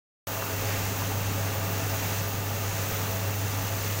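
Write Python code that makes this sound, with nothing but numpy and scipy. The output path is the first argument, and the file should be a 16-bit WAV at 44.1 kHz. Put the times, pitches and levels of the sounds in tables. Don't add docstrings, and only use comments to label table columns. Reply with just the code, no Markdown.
import sys
import numpy as np
from scipy import signal
from scipy.fft import rfft, irfft
from scipy.io import wavfile

SR = 44100
rng = np.random.default_rng(int(sys.argv[2]) if len(sys.argv) > 2 else 0)


def materialize(psi):
    bounded = np.clip(np.atleast_2d(psi).T, -1, 1)
    quanta = np.round(bounded * 32767).astype(np.int16)
    wavfile.write(sys.argv[1], SR, quanta)


N = 176400
TIME = np.arange(N) / SR
FREQS = np.fft.rfftfreq(N, 1 / SR)


def amp(db):
    return 10 ** (np.asarray(db) / 20)


def unit(x):
    return x / np.sqrt(np.mean(x ** 2) + 1e-20)


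def curve(points):
    return np.interp(TIME, *np.transpose(points))


def colour(x, eq):
    hz, db = np.transpose(eq)
    gain = amp(np.interp(np.log(FREQS + 1), np.log(hz), db))
    return unit(irfft(rfft(x) * gain, N))


def noise():
    return rng.standard_normal(N)


def drift(rate_hz):
    return unit(irfft(rfft(noise()) * np.exp(-(FREQS / rate_hz) ** 2) * (FREQS > 0), N))


def impacts(per_s, spread_db=2):
    size = amp(spread_db * np.minimum(rng.exponential(1, N), 6))
    return unit(size * np.sign(noise()) * (rng.random(N) < per_s / SR))


def ring(x, modes):
    drive = rfft(x)
    return sum(amp(db) * unit(irfft(drive / (1 + 1j * (FREQS - hz) / width) ** 2, N))
               for hz, width, db in modes)


def bursts(cues, eq, attack_s, decay_s):
    envelope = np.zeros(N)
    for start, db in cues:
        age = np.maximum(TIME - start, 0)
        attack = np.minimum(age / attack_s, 1)
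        tail = np.exp(-np.maximum(age - attack_s, 0) / decay_s)
        envelope += amp(db) * attack * tail
    return envelope * colour(noise(), eq)


# f/Hz, level/dB
HUM_TONES = [(99.8, -32.5), (93.2, -51.5), (114.2, -54.5), (203, -68), (297.7, -57.5)]
# t/s, level/dB
HUM_RIDE = [(.45, -1.5), (.62, 0.5), (1.0, 1), (1.5, 1.6), (2.0, 0.6), (2.65, -.9), (3.15, 0.5), (4, 0.5)]
def motor():
    tones = sum(amp(db) * np.sqrt(2) * np.sin(2 * np.pi * (hz * TIME + rng.random()))
                for hz, db in HUM_TONES)
    waver = 1 + .08 * drift(rate_hz=1.7)
    return tones * amp(curve(HUM_RIDE)) * waver


# f/Hz, level/dB
ROAR_EQ = [(10, -7), (30, -12.5), (85, -6.5), (112, -2.5), (133, -6), (150, -2), (195, -3.5), (222, -10),
           (275, -5), (340, -14), (480, -9), (610, -14), (760, -10), (1020, -14), (1400, -15),
           (2300, -22.5), (4000, -25), (16000, -36)]
# f/Hz, width/Hz, level/dB
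DRUM_MODES = [(417, 6.7, -55), (429.5, 20.2, -49), (483, 21, -61), (550.7, 18.7, -47.5),
              (662.3, 7.9, -47.5), (691.4, 14.4, -55.5), (760, 13, -57), (818.6, 12, -51), (875.3, 15, -53),
              (928.4, 18, -55), (1203, 80, -49), (1430, 48, -58)]
# t/s, level/dB
BURNER_RIDE = [(.3, 1), (.9, .5), (1.15, 0.7), (1.6, 1.4), (2.0, 0.3), (2.3, 0.1), (2.5, -0.5), (2.8, -0.2),
               (3.05, 1.3), (3.35, -1.2), (3.6, 0.7), (4, -1.3)]
def burner():
    flame = amp(-36.5) * colour(noise(), ROAR_EQ)
    body = ring(noise(), DRUM_MODES)
    flutter_db = .46 * drift(rate_hz=34)
    return (flame + body) * amp(curve(BURNER_RIDE) + flutter_db)


# t/s, level/dB
KNOCK_CUES = [(.4215, -25), (1.02, -31), (3.9, -33)]
# f/Hz, level/dB
KNOCK_EQ = [(100, -20), (450, 1), (1000, 3), (1700, -8), (5000, -39), (16000, -41)]
def knocks():
    return bursts(KNOCK_CUES, KNOCK_EQ, attack_s=.001, decay_s=.006)


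def scrape():
    start_s, length_s = .42, .1
    from_hz, to_hz = 1050, 1595
    progress = np.clip((TIME - start_s) / length_s, 0, 1)
    centre_hz = from_hz + (to_hz - from_hz) * progress
    band = drift(rate_hz=220) * np.sin(2 * np.pi * np.cumsum(centre_hz) / SR)
    return amp(-43) * np.sin(np.pi * progress) * unit(band)


# t/s, level/dB
CLUMP_CUES = [(.686, -34.5), (2.02, -39)]
# f/Hz, level/dB
CLUMP_EQ = [(200, -20), (700, 0), (1400, -4.5), (2300, 0), (3200, -11), (8000, -23), (16000, -35)]
def clumps():
    return bursts(CLUMP_CUES, CLUMP_EQ, attack_s=.0054, decay_s=.075)


HITS_PER_S = 11000
# f/Hz, width/Hz, level/dB
SHELL_MODES = [(2632, 59, -55), (2699, 37, -50), (2777, 48, -56.5)]
def shell_ring():
    fade_db = .7 * (2 - TIME)
    return ring(impacts(HITS_PER_S), SHELL_MODES) * amp(fade_db)


# f/Hz, level/dB
SLIDE_EQ = [(500, -38), (9000, -24), (11800, -15.5), (13200, -3.5), (14200, -0.5), (14900, 4), (15400, 4),
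            (15800, 0.2)]
# t/s, level/dB
SLIDE_RIDE = [(.3, 1.5), (.72, 1.2), (1.0, 1), (1.2, -0.5), (1.55, 0), (1.9, 1), (2.12, 2), (2.35, -0.5),
              (2.68, 0.5), (2.96, 2.5), (3.25, 0), (3.6, 1), (3.95, 1)]
def sliding_nuts():
    hiss = colour(impacts(per_s=16000), SLIDE_EQ)
    shimmer_db = .6 * drift(rate_hz=14)
    return hiss * amp(-36.5 + curve(SLIDE_RIDE) + shimmer_db)


# f/Hz, level/dB
RATTLE_EQ = [(200, 1), (700, -8.5), (1800, 1), (2400, -1), (3200, -3.5), (4100, -5), (5300, -5),
             (5950, -0.1), (6600, 0.5), (7400, -4), (8400, -9), (10500, -11.5), (16000, -12)]
# t/s, level/dB
POUR_RIDE = [(.3, -1.5), (.52, -1.1), (.66, 1.3), (.72, 2), (.8, 1), (1.0, -0.1), (1.15, -1.2),
             (1.35, -0.5), (1.65, -1.3), (1.9, 0.8), (2.13, 1.5), (2.37, -3), (2.58, -1.5), (2.8, 1.8),
             (3.0, 0.5), (3.2, -1.5), (3.55, -0.1), (3.75, 0), (3.97, 1.4)]
def pouring_nuts():
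    rattle = colour(impacts(HITS_PER_S), RATTLE_EQ)
    flicker_db = .28 * drift(rate_hz=30)
    return rattle * amp(-37 + curve(POUR_RIDE) + flicker_db)


def scene():
    bed = motor() + burner()
    accents = knocks() + scrape() + clumps()
    load = shell_ring() + sliding_nuts() + pouring_nuts()
    mix = bed + accents + load
    return np.array([mix, mix])


def record(dry):
    cut_in_s, bass_in_s, crossfade_s = .2702, .53, .02
    low_cut_hz, high_cut_hz = 150, 15820
    thin = signal.sosfilt(signal.butter(1, low_cut_hz, "high", fs=SR, output="sos"), dry)
    bass_mix = np.clip((TIME - bass_in_s) / crossfade_s + .5, 0, 1)
    gated = (thin + bass_mix * (dry - thin)) * (TIME >= cut_in_s)
    low_pass = signal.firwin(801, high_cut_hz, window=("kaiser", 9), fs=SR)
    return signal.oaconvolve(gated, low_pass[None], "same")


dry = scene()
out = record(dry)
materialize(out)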